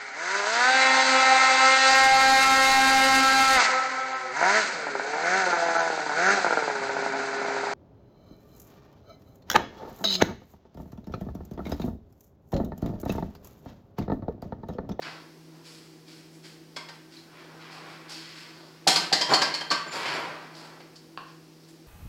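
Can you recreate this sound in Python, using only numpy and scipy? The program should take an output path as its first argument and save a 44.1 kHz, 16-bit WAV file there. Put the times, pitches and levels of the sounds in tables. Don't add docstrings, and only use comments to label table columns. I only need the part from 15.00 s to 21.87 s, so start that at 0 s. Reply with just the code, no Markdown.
import sys
import numpy as np
from scipy import signal
from scipy.fft import rfft, irfft, next_fast_len
from scipy.io import wavfile
from scipy.ndimage import uniform_filter1d, minimum_filter1d

SR = 44100
rng = np.random.default_rng(int(sys.argv[2]) if len(sys.argv) > 2 else 0)


def transcribe(signal):
    frames = np.atleast_2d(signal).T
    limited = np.clip(frames, -1, 1)
    pcm = np.round(limited * 32767).astype(np.int16)
    wavfile.write(sys.argv[1], SR, pcm)


def ratio(d):
    e = np.asarray(d, float) / 20
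    return 10 ** e


N = 302960

BAND_HZ = [800, 2200, 4700, 8500]
# frequency in Hz, level in dB, t60 in seconds.
PAN_MODES = [(543, -8, 0.062), (647, -18.5, 0.23), (754, -1, 0.023), (927, 8.5, 0.021), (989, -12, 0.42),
             (1025, -1.5, 0.035), (1157, 2, 0.035), (1571, 3, 0.09), (1610, 1, 0.025), (1720, 6, 0.029),
             (2090, 9.5, 0.019), (2136, 2, 0.031), (2450, -12, 0.0113), (3176, 5, 0.034),
             (3340, -1.5, 0.05), (4350, -17, 0.033), (4360, 9, 0.015), (4270, -12, 0.07),
             (4716, 9.5, 0.024), (4930, -14, 0.074), (5170, 0, 0.033), (5670, -10, .03),
             (6750, -4.5, 0.041), (7700, -7, 0.019), (7340, -5, 0.04), (9100, -1, .02)]
# frequency in Hz, gain in
# dB.
HEARD_COLOUR = [(50, -28), (120, -19.5), (300, -4.5), (700, -3.5), (1500, -4.5), (2600, -6), (3700, -7),
                (4200, -3), (4800, -2), (5400, -2.5), (5900, -9.5), (7800, -9.5), (8800, -17), (10000, -17.5),
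                (16000, -37)]


def scraping():
    # frequency in Hz, gain in dB.
    friction_colour = [(80, -8), (135, 9.5), (220, -1.5), (500, 1.5), (1250, 3.5), (2300, 3.5), (4400, 0),
                       (5600, -1.5), (9000, -1.5), (15000, 4)]
    strength = ratio(2.2 * np.minimum(rng.exponential(1, N), 3))
    present = rng.random(N) < 9000 / SR
    grains = rng.standard_normal(N) * strength * present
    damped = [(hz, db, t60 * 0.61) for hz, db, t60 in PAN_MODES]
    body = signal.oaconvolve(grains, ring(damped, spread_db=1.5, click_db=54))[:N]
    parts = bands(coloured(body, HEARD_COLOUR))
    parts = np.array([evened(coloured(part, friction_colour)) for part in parts])
    return (np.sqrt(contact()) * parts).sum(0)


def contact():
    # start in seconds, time to fade by 22 dB in seconds,
    # high band in dB before the mix, middle band against it in dB, top band against it in dB.
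    swipes = [(0.006, 0.29, -45.5, -12, -17), (0.632, 0.36, -49.5, -5.5, -5), (1.06, 0.32, -52, -4.5, -6.5),
              (1.317, 0.097, -61.5, 1.5, 7), (1.424, 0.18, -47.5, -3.5, -6.5), (1.923, 0.078, -57.5, -3, 2),
              (2.105, .2, -50.5, -6, -9), (2.376, 0.127, -53, -8, -17), (2.59, 0.19, -51.5, -2, -20),
              (2.693, 0.18, -47.5, -5, -10.5), (2.853, 0.32, -53, 3, -10), (3.08, 0.22, -38, -14, -11),
              (3.21, 0.72, -47, -11, -15), (3.355, 0.16, -46, -4, -8), (4.278, 0.06, -36, -7, -17.5),
              (4.906, 0.28, -36.5, -12, -10), (5.05, 0.23, -35.5, -1, -16), (5.531, 0.25, -47, -13, -10),
              (5.627, 0.068, -56, -8, -2), (5.953, .11, -61, -12, -16), (6.263, 0.088, -52.5, -5, -16),
              (6.626, 0.046, -51, -19.5, -11), (6.678, 0.042, -49, -7.5, 4)]
    # time in seconds,
    # low band in dB before the mix, middle band against it in dB.
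    drags = [
        [(.01, -70, 4), (.024, -52.5, 14.5), (.068, -42.5, 2), (.218, -56.5, -17), (.45, -76, 4),
         (.56, -56, -11), (.64, -64, -7)],
        [(1.93, -57, 1), (2.06, -79, -6.5), (2.29, -56, -9), (2.358, -53.5, 3), (2.57, -50, -11),
         (2.61, -51, 1), (2.87, -45, -4.5), (3.01, -52, -6), (3.1, -54.5, 4.5), (3.25, -63, 13), (3.47, -59, 9),
         (3.63, -51, -15), (3.86, -70.5, 12)],
        [(4.28, -36, -10), (4.3, -23, -8), (4.328, -16.5, -12.5), (4.35, -28, 0)],
        [(4.86, -31.5, -15), (4.906, -48.5, 5.5), (4.946, -32.5, -5), (5.036, -35, -0.5), (5.066, -38.5, 10),
         (5.138, -31.5, -1.5), (5.362, -42, -6.5), (5.532, -50, -8.5), (5.652, -46.5, -6.5), (5.778, -53, -7),
         (5.95, -68, -2), (6.16, -75, -12)],
    ]
    low_db, fade_db, fade_bend = -13, -22, 1.65
    attack_s = np.array([[0.023]] * 3 + [[0.039]])
    drag_high_db, drag_top_db = -11, -23.5

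    t = np.arange(N) / SR
    power = np.zeros((len(BAND_HZ), N))
    for start, length, db, body_db, edge_db in swipes:
        u = np.clip((t - start) / length, 0, None)
        rise = np.minimum(u * length / attack_s, 1)
        balance = ratio(np.array([[low_db], [body_db], [0], [edge_db]]))
        fade = ratio(db + fade_db * u ** fade_bend)
        power += (balance * rise * fade) ** 2
    for rows in drags:
        s, db, middle_db = np.transpose(rows)
        ends = np.clip(np.minimum(t - s[0], s[-1] - t) / .0091, 0, 1)
        low = ends * ratio(np.interp(t, s, db))
        middle = np.interp(t, s, middle_db)
        balance = ratio(np.array([0 * t, middle, 0 * t + drag_high_db, 0 * t + drag_top_db]))
        power += (low * balance) ** 2
    return power


def knock(db, body_db, edge_db):
    swell_s, middle_db = .0047, -1.7
    t = np.arange(SR // 8) / SR
    u = t / swell_s
    present = rng.random(len(t)) < 12000 / SR
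    z = rfft(rng.standard_normal(len(t)) * present * u * np.exp(-u))
    even = z / np.sqrt(uniform_filter1d(abs(z) ** 2, size=11))
    clicks = irfft(even, len(t)) * (t < .08)
    body = signal.fftconvolve(clicks, ring(PAN_MODES, spread_db=2.0, click_db=43.5))
    body = np.pad(body, (200, 0))
    parts = bands(coloured(body, HEARD_COLOUR))
    loudest = np.sqrt(uniform_filter1d(parts ** 2, size=400).max(1))
    levels = ratio(db + np.array([body_db, body_db + middle_db, 0, edge_db]))
    return levels / loudest @ parts


def struck(db, hz, t60, swell_s):
    t = np.arange(SR // 4) / SR
    decay = ratio(db - 60 * t / t60)
    return decay * np.sin(2 * np.pi * hz * t) * (1 - np.exp(-t / swell_s))


def ring(modes, spread_db, click_db):
    t = np.arange(SR // 5) / SR
    hz, db, t60 = np.transpose(modes)[:, :, None]
    luck = rng.standard_normal((len(modes), 2))
    decay = ratio(db + spread_db * luck[:, :1] - 60 * t / t60)
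    tones = np.sign(luck[:, 1:]) * decay * np.sin(2 * np.pi * hz * t)
    return tones.sum(0) + ratio(click_db) * (t == 0)


def tap(db):
    # frequency in Hz, level in dB, t60 in seconds.
    bowl_modes = [(780, -4, 0.0057), (1074, -3.5, 0.018), (1650, -5, 0.0075), (2700, -3, 0.0072),
                  (4540, -4.5, 0.0056)]
    touch = signal.windows.hann(11)
    sound = signal.oaconvolve(ring(bowl_modes, spread_db=-0.5, click_db=-24), touch)
    sound = coloured(sound, HEARD_COLOUR)
    return ratio(db) * sound / abs(sound).max()


def thin_tone(length, hz, db):
    size = round(length * SR)
    return ratio(db) * narrow(size, hz, 41.6) * signal.windows.tukey(size, .4)


def chirp(length, from_hz, to_hz, db):
    size = round(length * SR)
    phase = 2 * np.pi * np.cumsum(np.linspace(from_hz, to_hz, size)) / SR
    return ratio(db) * np.hanning(size) * np.sin(phase)


def tail():
    # frequency in Hz, t60 in seconds.
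    room_decay = [(200, 0.64), (700, 0.52), (2000, 0.73), (5000, 0.39), (10000, 0.39), (16000, 0.44)]
    taps, at = np.zeros(SR), np.arange(130, SR - 20, 20)
    taps[at + rng.integers(0, 20, len(at))] = rng.choice([-1., 1.], len(at))
    hz, t, z = signal.stft(taps, SR, nperseg=256)
    decay = ratio(-60 * t / read(room_decay, hz)[:, None])
    out = signal.istft(z * decay, SR, nperseg=256)[1]
    return out / np.linalg.norm(out)


def kitchen():
    # frequency in Hz, resonator width in Hz, rms level in dB.
    motor_bands = [(256, 23, -67.5), (324.1, 30, -56.5), (378, 23, -65), (478.2, 16.4, -67)]
    # frequency in Hz, relative density in dB per Hz.
    hiss_spectrum = [(30, -28.5), (60, -26.5), (125, -17.5), (190, -14), (270, -9.5), (500, -16.5),
                     (800, -19.5), (1400, -25), (3600, -27), (4800, -22.5), (5600, -24.5), (6200, -29),
                     (9000, -34.5), (16000, -37.5)]
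    hum_hz, hum_db, hiss_db = 160, -56, -57
    tone = np.sqrt(2) * np.sin(2 * np.pi * hum_hz * np.arange(N) / SR)
    tone = tone + .22 * narrow(N, hum_hz, 6)
    drone = sum(ratio(db) * narrow(N, hz, width) for hz, width, db in motor_bands)
    hiss = evened(coloured(rng.standard_normal(N), hiss_spectrum))
    return ratio(hum_db) * tone + drone + ratio(hiss_db) * hiss


def narrow(size, hz, width):
    r = np.exp(-np.pi * width / SR)
    pole = [1, -2 * r * np.cos(2 * np.pi * hz / SR), r * r]
    once = signal.lfilter([1], pole, rng.standard_normal(size))
    return evened(signal.lfilter([1, -1], pole, once))


def bands(x):
    size = next_fast_len(len(x))
    at = np.log(np.fft.rfftfreq(size, 1 / SR) + 1)
    z = rfft(x, size)
    weights = [np.interp(at, np.log(BAND_HZ), w) for w in np.eye(len(BAND_HZ))]
    return np.array([evened(irfft(z * weight, size)[:len(x)]) for weight in weights])


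def coloured(x, points):
    size = next_fast_len(len(x))
    gain = ratio(read(points, np.fft.rfftfreq(size, 1 / SR)))
    return irfft(rfft(x, size) * gain, size)[:len(x)]


def read(points, hz):
    f, value = np.transpose(points)
    return np.interp(np.log(hz + 1), np.log(f + 1), value)


def evened(x):
    return x / np.sqrt(np.mean(x ** 2) + 1e-20)


def add(mix, s, sound):
    part = mix[max(round(s * SR), 0):][:len(sound)]
    part += sound[:len(part)]


def scene():
    # time in seconds, high band (clatter) in dB,
    # low band (body) against it in dB, top band (sharp edge) against it in dB.
    knocks = [(0.0191, -45.5, -2.5, -26), (1.7632, -39.5, -1, -11.5), (1.8862, -47.5, -1, -14),
              (3.0939, -52, -17, -1), (3.8726, -15, -8, -8.5), (3.9589, -21.5, -8, -13),
              (4.1258, -19, -8, -16), (4.2104, -23, -8.5, -19), (4.3369, -20, -5.5, -17),
              (4.4164, -23.5, -2, -15.5), (4.5411, -30.5, -9, -16), (4.6076, -38.5, 1.5, -15),
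              (4.7036, -31, -4.5, -18), (4.7121, -26, -2, -16), (5.0552, -41, 4.5, -12),
              (5.8015, -57.5, 4.5, -17), (5.9564, -50, -21, -14)]
    THUD, HOLLOW, DULL, PING = 754, 1170, 2170, 3170
    BELL, CLACK, CLANG, TINK = 3340, 4380, 4760, 5216
    # time in seconds, level in dB, named mode in Hz.
    mode_blows = [(1.763, -34, BELL), (1.762, -30, DULL), (1.761, -32, CLACK), (1.762, -27.5, TINK),
                  (1.887, -49, BELL), (3.868, -4, THUD), (3.959, -4, CLACK), (4.119, -12, THUD),
                  (4.127, -9, CLANG), (4.213, -18, PING), (4.324, -7, THUD), (4.336, 3.5, CLACK),
                  (4.54, -6, CLACK), (4.61, -26, PING), (4.703, -5.5, CLACK), (4.711, -11, HOLLOW)]
    # time in seconds, level in dB.
    booms = [(3.869, -23.5), (4.12, -32), (4.338, -38), (4.418, -55), (4.713, -33)]
    # time in seconds, peak level in dB.
    bowl_taps = [(6.175, -24), (6.202, -43)]
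    # start in
    # seconds, length in seconds, frequency in Hz, rms level in dB before the ends are tapered.
    thin_tones = [(4.296, 0.072, 7120, -40.5), (4.869, 0.088, 7146, -50), (5.129, 0.046, 7330, -56),
                  (5.133, 0.018, 10100, -56), (5.135, .02, 12600, -62)]
    # start in seconds, length in seconds, first and last frequency in Hz, level in dB.
    wet_chirp = (2.163, .018, 4600, 3600, -45)

    blows = np.zeros((3, N))
    for k, (s, *how) in enumerate(knocks):
        add(blows[k % 3], s - 200 / SR, knock(*how))
    for s, db, near_hz in mode_blows:
        hz, _, t60 = min(PAN_MODES, key=lambda mode: abs(mode[0] - near_hz))
        add(blows[2], s, struck(db, hz, t60, swell_s=0.0023))
    for s, db in booms:
        add(blows[2], s, struck(db, hz=170, t60=.12, swell_s=0.0096))
    for s, db in bowl_taps:
        add(blows[0], s, tap(db))
    for s, *how in thin_tones:
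        add(blows[1], s, thin_tone(*how))
    add(blows[1], wet_chirp[0], chirp(*wet_chirp[1:]))

    rub = scraping()
    turn = np.cos(2 * np.pi * (4 * np.arange(N) / SR + np.arange(3)[:, None] / 3))
    sent = ratio(-1.0) * blows + ratio(-9.5) * rub * turn
    room = sum(signal.oaconvolve(x, tail())[:N] for x in sent)
    return (blows.sum(0) + ratio(-5) * rub + room + kitchen())[None]


def roll_off(x):
    return signal.sosfilt(signal.butter(12, 16150, fs=SR, output="sos"), x)


def record(dry):
    room_left = np.minimum(0.63 / (abs(dry) + 1e-9), 1)
    gain = uniform_filter1d(minimum_filter1d(room_left, size=441), size=441)
    edge = signal.firwin(255, 16050, fs=SR)[None]
    finished = signal.oaconvolve(dry * gain, edge, "same")
    return roll_off(finished)


dry = scene()
out = record(dry)
transcribe(out)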